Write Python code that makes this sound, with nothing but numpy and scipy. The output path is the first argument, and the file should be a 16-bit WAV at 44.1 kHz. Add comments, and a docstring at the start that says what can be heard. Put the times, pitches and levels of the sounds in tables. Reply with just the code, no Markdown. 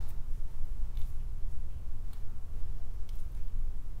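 """A quiet, carpeted bedroom, one microphone close to someone stepping slowly backwards.
Ventilation rumbles under a thin microphone hiss throughout. At once sandals scuff the carpet,
a long skirt swishes, and something small and light on the clothing rubs and ticks as it swings.
Soft footfalls follow from about 0.6 s. Later come two faint tones, each followed by a light
sandal tap, and the last swishes and ticks die away near 3.5 s."""
import sys
import numpy as np
from scipy import signal
from scipy.fft import rfft, irfft
from scipy.io import wavfile

SR = 44100
rng = np.random.default_rng(int(sys.argv[2]) if len(sys.argv) > 2 else 0)


def transcribe(u):
    """Save the signal u as a 16-bit wav file named by the first command-line argument.

    u: samples, shape (n,) or (channels, n), limited to [-1, 1]; the rate is SR.
    q: integer samples, one column per channel.
    """
    v = np.clip(np.atleast_2d(u).T, -1, 1)
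    q = np.round(v * 32767).astype(np.int16)
    wavfile.write(sys.argv[1], SR, q)


N = 176400


def undb(db):
    """Decibels to gain."""
    return 10 ** (np.asarray(db) / 20)


def unit(x):
    """Scale to rms 1."""
    return x / np.sqrt(np.mean(x ** 2))


def noise():
    """White noise of rms 1."""
    return rng.standard_normal(N)


def since(start):
    """Seconds since a moment, for every sample."""
    return np.arange(N) / SR - start


def fade(t, decay):
    """Sudden start, exponential fall."""
    return (t >= 0) * np.exp(-np.abs(t) / decay)


def swell(t, rise, fall):
    """A rounded rise to a peak at t = 0, then an exponential fall."""
    return np.exp(np.where(t < 0, -(t / rise) ** 2, -np.abs(t) / fall))


def at_level(x, db):
    """Give a short sound its level, with its energy taken over 20 ms."""
    return undb(db) * x * np.sqrt(.02 * SR / np.sum(x ** 2))


def band(x, hz, q):
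    """A resonance applied twice, for steep slopes."""
    b, a = signal.iirpeak(hz, q, fs=SR)
    return signal.lfilter(b, a, signal.lfilter(b, a, x))


def colour(x, points, tilt_db=0):
    """Causal filter through (Hz, dB) points, tilted per octave; white noise keeps its power."""
    hz, db = np.array(points, float).T
    octave = np.log2(np.maximum(np.fft.rfftfreq(N, 1 / SR), 1))
    curve_db = np.interp(octave, np.log2(hz), db) + tilt_db * np.maximum(octave, np.log2(hz[0]))
    cepstrum = irfft(np.log(unit(undb(curve_db))), N)
    cepstrum[1:N // 2] *= 2  # folded for minimum phase
    cepstrum[N // 2 + 1:] = 0
    impulse = irfft(np.exp(rfft(cepstrum)), N)
    return irfft(rfft(x, 2 * N) * rfft(impulse, 2 * N))[:N]


def grains(per_s, spread_db=5):
    """Threads catch and slip: uneven little impulses, rms 1."""
    catches = rng.random(N) < per_s / SR
    return unit(catches * np.sign(noise()) * undb(spread_db * noise()))


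# Room tone, the spectrum of the moving air: f/Hz, relative level/dB
AIR_SPECTRUM = [(4, 2), (13, 1), (22, -5.5), (30, -14), (45, -17.5), (70, -24), (105, -34.5), (170, -40),
                (250, -46.5), (400, -50.5), (600, -55.5), (1150, -57.5), (1750, -65), (3000, -69.5),
                (6000, -79.5)]
# Low resonances of the ducts and the room: f/Hz, half-width/Hz, level/dB
DUCT_DRONES = [(43, 0.95, -51.5), (60.3, 2.5, -53.5), (89.04, 3.55, -55), (122.74, 2.5, -61.5),
               (128.6, 11, -61), (410.1, 4, -79.5)]

def ventilation(air_db=-27.5):
    """Steady rumble of moving air, with narrow resonances in the bass."""
    f = np.maximum(np.fft.rfftfreq(N, 1 / SR), 1)
    hz, db = np.array(AIR_SPECTRUM).T
    air_gain = undb(np.interp(np.log(f), np.log(hz), db))
    out = undb(air_db) * unit(irfft(rfft(noise()) * air_gain, N))
    for centre, width, level_db in DUCT_DRONES:
        resonance = 1 / (1 + ((f - centre) / width) ** 2)
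        out += undb(level_db) * unit(irfft(rfft(noise()) * resonance, N))
    return out


# Soles on the carpet: peak t/s, rise/s, fall/s, level/dB, tilt/(dB/octave), rasp f/Hz, rasp level/dB
SOLE_SCUFFS = [(.045, 0.33, 0.12, -59.5, -3, 3850, -72.5), (0.105, 0.005, 0.0072, -70, -1, 2000, -62),
               (.5, 0.046, 0.44, -67, -2.5, 3000, -82), (.86, 0.026, 0.091, -66, -4, 3000, -80),
               (1.0, 0.062, 0.081, -69.5, -2, 2310, -73.5), (1.203, 0.0045, 0.017, -53, -15, 2670, -70),
               (1.731, 0.053, 0.088, -78, -3.5, 2800, -75), (2.165, 0.12, 0.08, -65.5, -2.5, 3280, -76.5),
               (2.33, 0.093, 0.078, -66.5, -6, 1250, -73.5), (2.565, 0.043, 0.49, -68, -3.5, 3070, -78.5),
               (2.77, 0.12, 0.41, -64.5, -9, 5260, -81.5), (3.14, 0.026, 0.15, -66.5, 1, 3130, -75.5),
               (3.4, .04, 0.08, -82, 4, 2820, -80)]
# Spectrum of a brushing sole: f/Hz, relative level/dB
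SOLE_SPECTRUM = [(150, -7), (400, -5), (900, 2), (1800, -5.5), (3300, -11.5), (5500, -7.5), (10000, -9.5),
                 (16000, -7)]

def scuffs():
    """Down at the floor, soles brush softly through the carpet pile, whose fibres rasp."""
    out = 0
    for peak, rise, fall, db, tilt_db, rasp_hz, rasp_db in SOLE_SCUFFS:
        brush = undb(db) * colour(noise(), SOLE_SPECTRUM, tilt_db)
        rasp = undb(rasp_db) * unit(band(noise(), rasp_hz, q=2.2))
        out += (brush + rasp) * swell(since(peak), rise, fall)
    return out


# The small piece dragging on the cloth: peak t/s, rise/s, fall/s, level/dB, resonance f/Hz
PIECE_RUBS = [(.072, .01, .012, -72, 3400), (.095, 0.032, 0.02, -77, 4350),
              (.985, 0.0089, 0.032, -66.5, 2320), (1.003, 0.019, 0.099, -73, 3500)]

def rubs():
    """Around its first ticks the light piece drags over the weave: a soft, papery rustle."""
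    out = 0
    for peak, rise, fall, db, hz in PIECE_RUBS:
        rustle = unit(band(grains(per_s=1200), hz, q=2.5))
        out += undb(db) * rustle * swell(since(peak), rise, fall)
    return out


# Swings of the skirt: peak t/s, rise/s, fall/s, level/dB, tilt/(dB/octave)
SKIRT_SWISHES = [(0.097, 0.017, 0.01, -54.5, 12.5), (.36, 0.072, 0.066, -70.5, -2),
                 (.52, 0.018, 0.027, -71, 10), (.66, 0.068, 0.14, -75, 6), (.997, 0.018, 0.046, -68, 2),
                 (1.088, 0.078, 0.076, -68, 1), (1.53, 0.049, 0.037, -72.5, -0.5),
                 (2.6, 0.077, 0.047, -78, -1), (3.157, .01, .012, -74, 5), (3.196, 0.009, 0.011, -62, -0.5),
                 (3.38, 0.023, .025, -66.5, -6.5), (3.484, .009, .012, -71, -10.5)]
# Spectrum of the cloth, heard close: f/Hz, relative level/dB
CLOTH_SPECTRUM = [(500, -15), (2000, 1.5), (4000, -3.5), (5500, 3), (8000, 2.5), (10500, 4.5), (14500, -1),
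                  (16000, -5.5)]
# Airy sheen where the cloth slides fastest: peak t/s, rise/s, fall/s, level/dB, centre f/Hz
CLOTH_SHEENS = [(.997, .012, .01, -64, 13800), (1.08, .03, 0.034, -70, 14000),
                (3.158, .005, .011, -69, 13800)]

def skirt():
    """Dense grains swell with each swing of the cloth; the fastest slides add a high sheen."""
    out = 0
    for peak, rise, fall, db, tilt_db in SKIRT_SWISHES:
        friction = grains(per_s=3800) * swell(since(peak), rise, fall)
        out += undb(db) * colour(friction, CLOTH_SPECTRUM, tilt_db)
    for peak, rise, fall, db, hz in CLOTH_SHEENS:
        sheen = unit(band(noise(), hz, q=4.5))
        out += undb(db) * sheen * swell(since(peak), rise, fall)
    return out


# Contacts of the swinging piece: t/s, click level/dB, ring level/dB, glint f/Hz, glint level/dB
PIECE_TICKS = [(.098, -75, -87, 14600, -64), (0.105, -71, -71, 7700, -71), (.9540, -81, -73, 13900, -76),
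               (.9727, -69.5, -60.5, 13500, -83), (.9775, -84, -71, 9000, -84),
               (1.0167, -71, -65, 14600, -74), (1.025, -83, -72, 13600, -84),
               (2.94, -80.5, -88.5, 11300, -79), (3.1563, -75, -82, 14000, -74),
               (3.199, -75, -88, 9200, -76), (3.3205, -78, -93, 13000, -75), (3.35, -73, -74.5, 9500, -74),
               (3.366, -78, -90, 14200, -78), (3.436, -80, -88, 13500, -77), (3.462, -83, -92, 13900, -75),
               (3.482, -81, -75.5, 14200, -80)]
# Modes it rings with: f/Hz, relative level/dB, t60/s
PIECE_MODES = [(2330, -11, 0.02), (3140, -1, 0.015), (3556, 7.5, 0.012), (3900, 0, 0.0093),
               (6300, -4, 0.0083)]
# Spectrum of its click: f/Hz, relative level/dB
CLICK_SPECTRUM = [(500, -33), (3000, -6), (8000, 2), (11000, 5), (14000, 8), (16000, -16)]

def ticks(detune=.03):
    """The piece on the clothing makes tiny hard contacts: a click, a short ring and a high glint."""
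    clicks, rings = 0, 0
    for start, click_db, ring_db, glint_hz, glint_db in PIECE_TICKS:
        t = since(start)
        clicks += at_level(noise() * fade(t, decay=.0008), click_db)
        ring = 0
        for hz, db, t60 in PIECE_MODES:
            mode_hz = hz * (1 + detune * rng.standard_normal())
            ring += undb(db) * fade(t, t60 / np.log(1000)) * np.sin(2 * np.pi * mode_hz * t)
        glint = band(noise(), glint_hz, q=7.9) * fade(t, decay=.0054)
        rings += at_level(ring, ring_db) + at_level(glint, glint_db)
    return colour(clicks, CLICK_SPECTRUM) + rings


# Thuds on the padded floor: peak t/s, level/dB, f/Hz
FLOOR_THUDS = [(0.618, -43, 84), (1.16, -68, 310), (1.769, -39.5, 71), (1.94, -63, 267),
               (2.555, -60.5, 343), (2.62, -58, 307)]

def footfalls():
    """Weight settles on a foot: a dull, soft thud through the carpet."""
    out = 0
    for peak, db, hz in FLOOR_THUDS:
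        thud = unit(band(noise(), hz, q=2.16))
        out += undb(db) * thud * swell(since(peak), rise=.017, fall=.029)
    return out


# Brief tones in the background: peak t/s, level/dB, f/Hz, glide/(Hz/s)
FAINT_TONES = [(1.69, -69.5, 530, 41.2), (2.8, -70, 690, 60.4)]

def tones(width_hz=16.4):
    """A faint, wavering tone rises out of the room tone and sinks back."""
    out = 0
    for peak, db, hz, glide in FAINT_TONES:
        t = since(peak)
        waver = np.cumsum(noise()) * np.sqrt(2 * np.pi * width_hz / SR)  # random walk of the phase
        tone = unit(np.sin(2 * np.pi * (hz + glide * t / 2) * t + waver))
        out += undb(db) * tone * swell(t, rise=.052, fall=.12)
    return out


# Sandal taps: t/s, level/dB, tilt/(dB/octave), ring f/Hz, ring level/dB
SANDAL_TAPS = [(2.1332, -60, 1.1, 1340, -65.5), (3.0916, -61.5, -0.8, 5470, -65)]
# Spectrum of a tap: f/Hz, relative level/dB
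TAP_SPECTRUM = [(300, -14), (1400, -6), (2400, -1), (3000, 6), (4150, 5.5), (5300, -9), (6500, -9),
                (7500, -3.5), (8800, 2), (10500, -6), (12500, -2), (15500, -3.5)]

def taps(touch_s=.002, touch_db=-9, snap_db=-4):
    """The sandal touches, snaps against the foot and dies away in a few milliseconds."""
    out = 0
    for start, db, tilt_db, ring_hz, ring_db in SANDAL_TAPS:
        t = since(start)
        touch = undb(touch_db) * ((t > -touch_s) & (t < 0))
        envelope = touch + fade(t, decay=.0042)
        slap = at_level(noise() * envelope, db)
        snap = at_level(signal.unit_impulse(N, int(start * SR)), db + snap_db)
        ring = at_level(band(noise(), ring_hz, q=3.9) * envelope, ring_db)
        out += colour(slap - snap, TAP_SPECTRUM, tilt_db) + ring
    return out


def bedroom(x, t60_s=.25, tail_db=-9.5, gap_s=.0022):
    """At close range the direct sound stands well above the short tail of the furnished room."""
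    tail = noise() * fade(since(gap_s), t60_s / np.log(1000))
    tail /= np.sqrt(np.sum(tail ** 2))
    return x + undb(tail_db) * signal.fftconvolve(x, tail)[:N]


def scene():
    """What reaches the microphone, in mono: the person moving nearby, over the room's background."""
    background = ventilation() + tones()
    person = taps() + ticks() + rubs() + skirt() + scuffs() + footfalls()
    return (background + bedroom(person))[None]


# Self-noise of the microphone: f/Hz, relative level/dB
MIC_HISS = [(100, -8), (3000, 0.5), (6000, 3.5), (10000, 1.5), (15000, 0.2)]

def record(dry, hiss_db=-72, edge_s=.008, top_hz=15680):
    """The microphone adds its hiss; the ends are eased and the top is cut steeply."""
    hiss = undb(hiss_db) * colour(noise(), MIC_HISS)
    edges = signal.windows.tukey(N, 2 * edge_s * SR / N)
    lowpass = signal.ellip(16, .1, 80, top_hz, fs=SR, output="sos")
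    return signal.sosfilt(lowpass, (dry + hiss) * edges)


dry = scene()
out = record(dry)
transcribe(out)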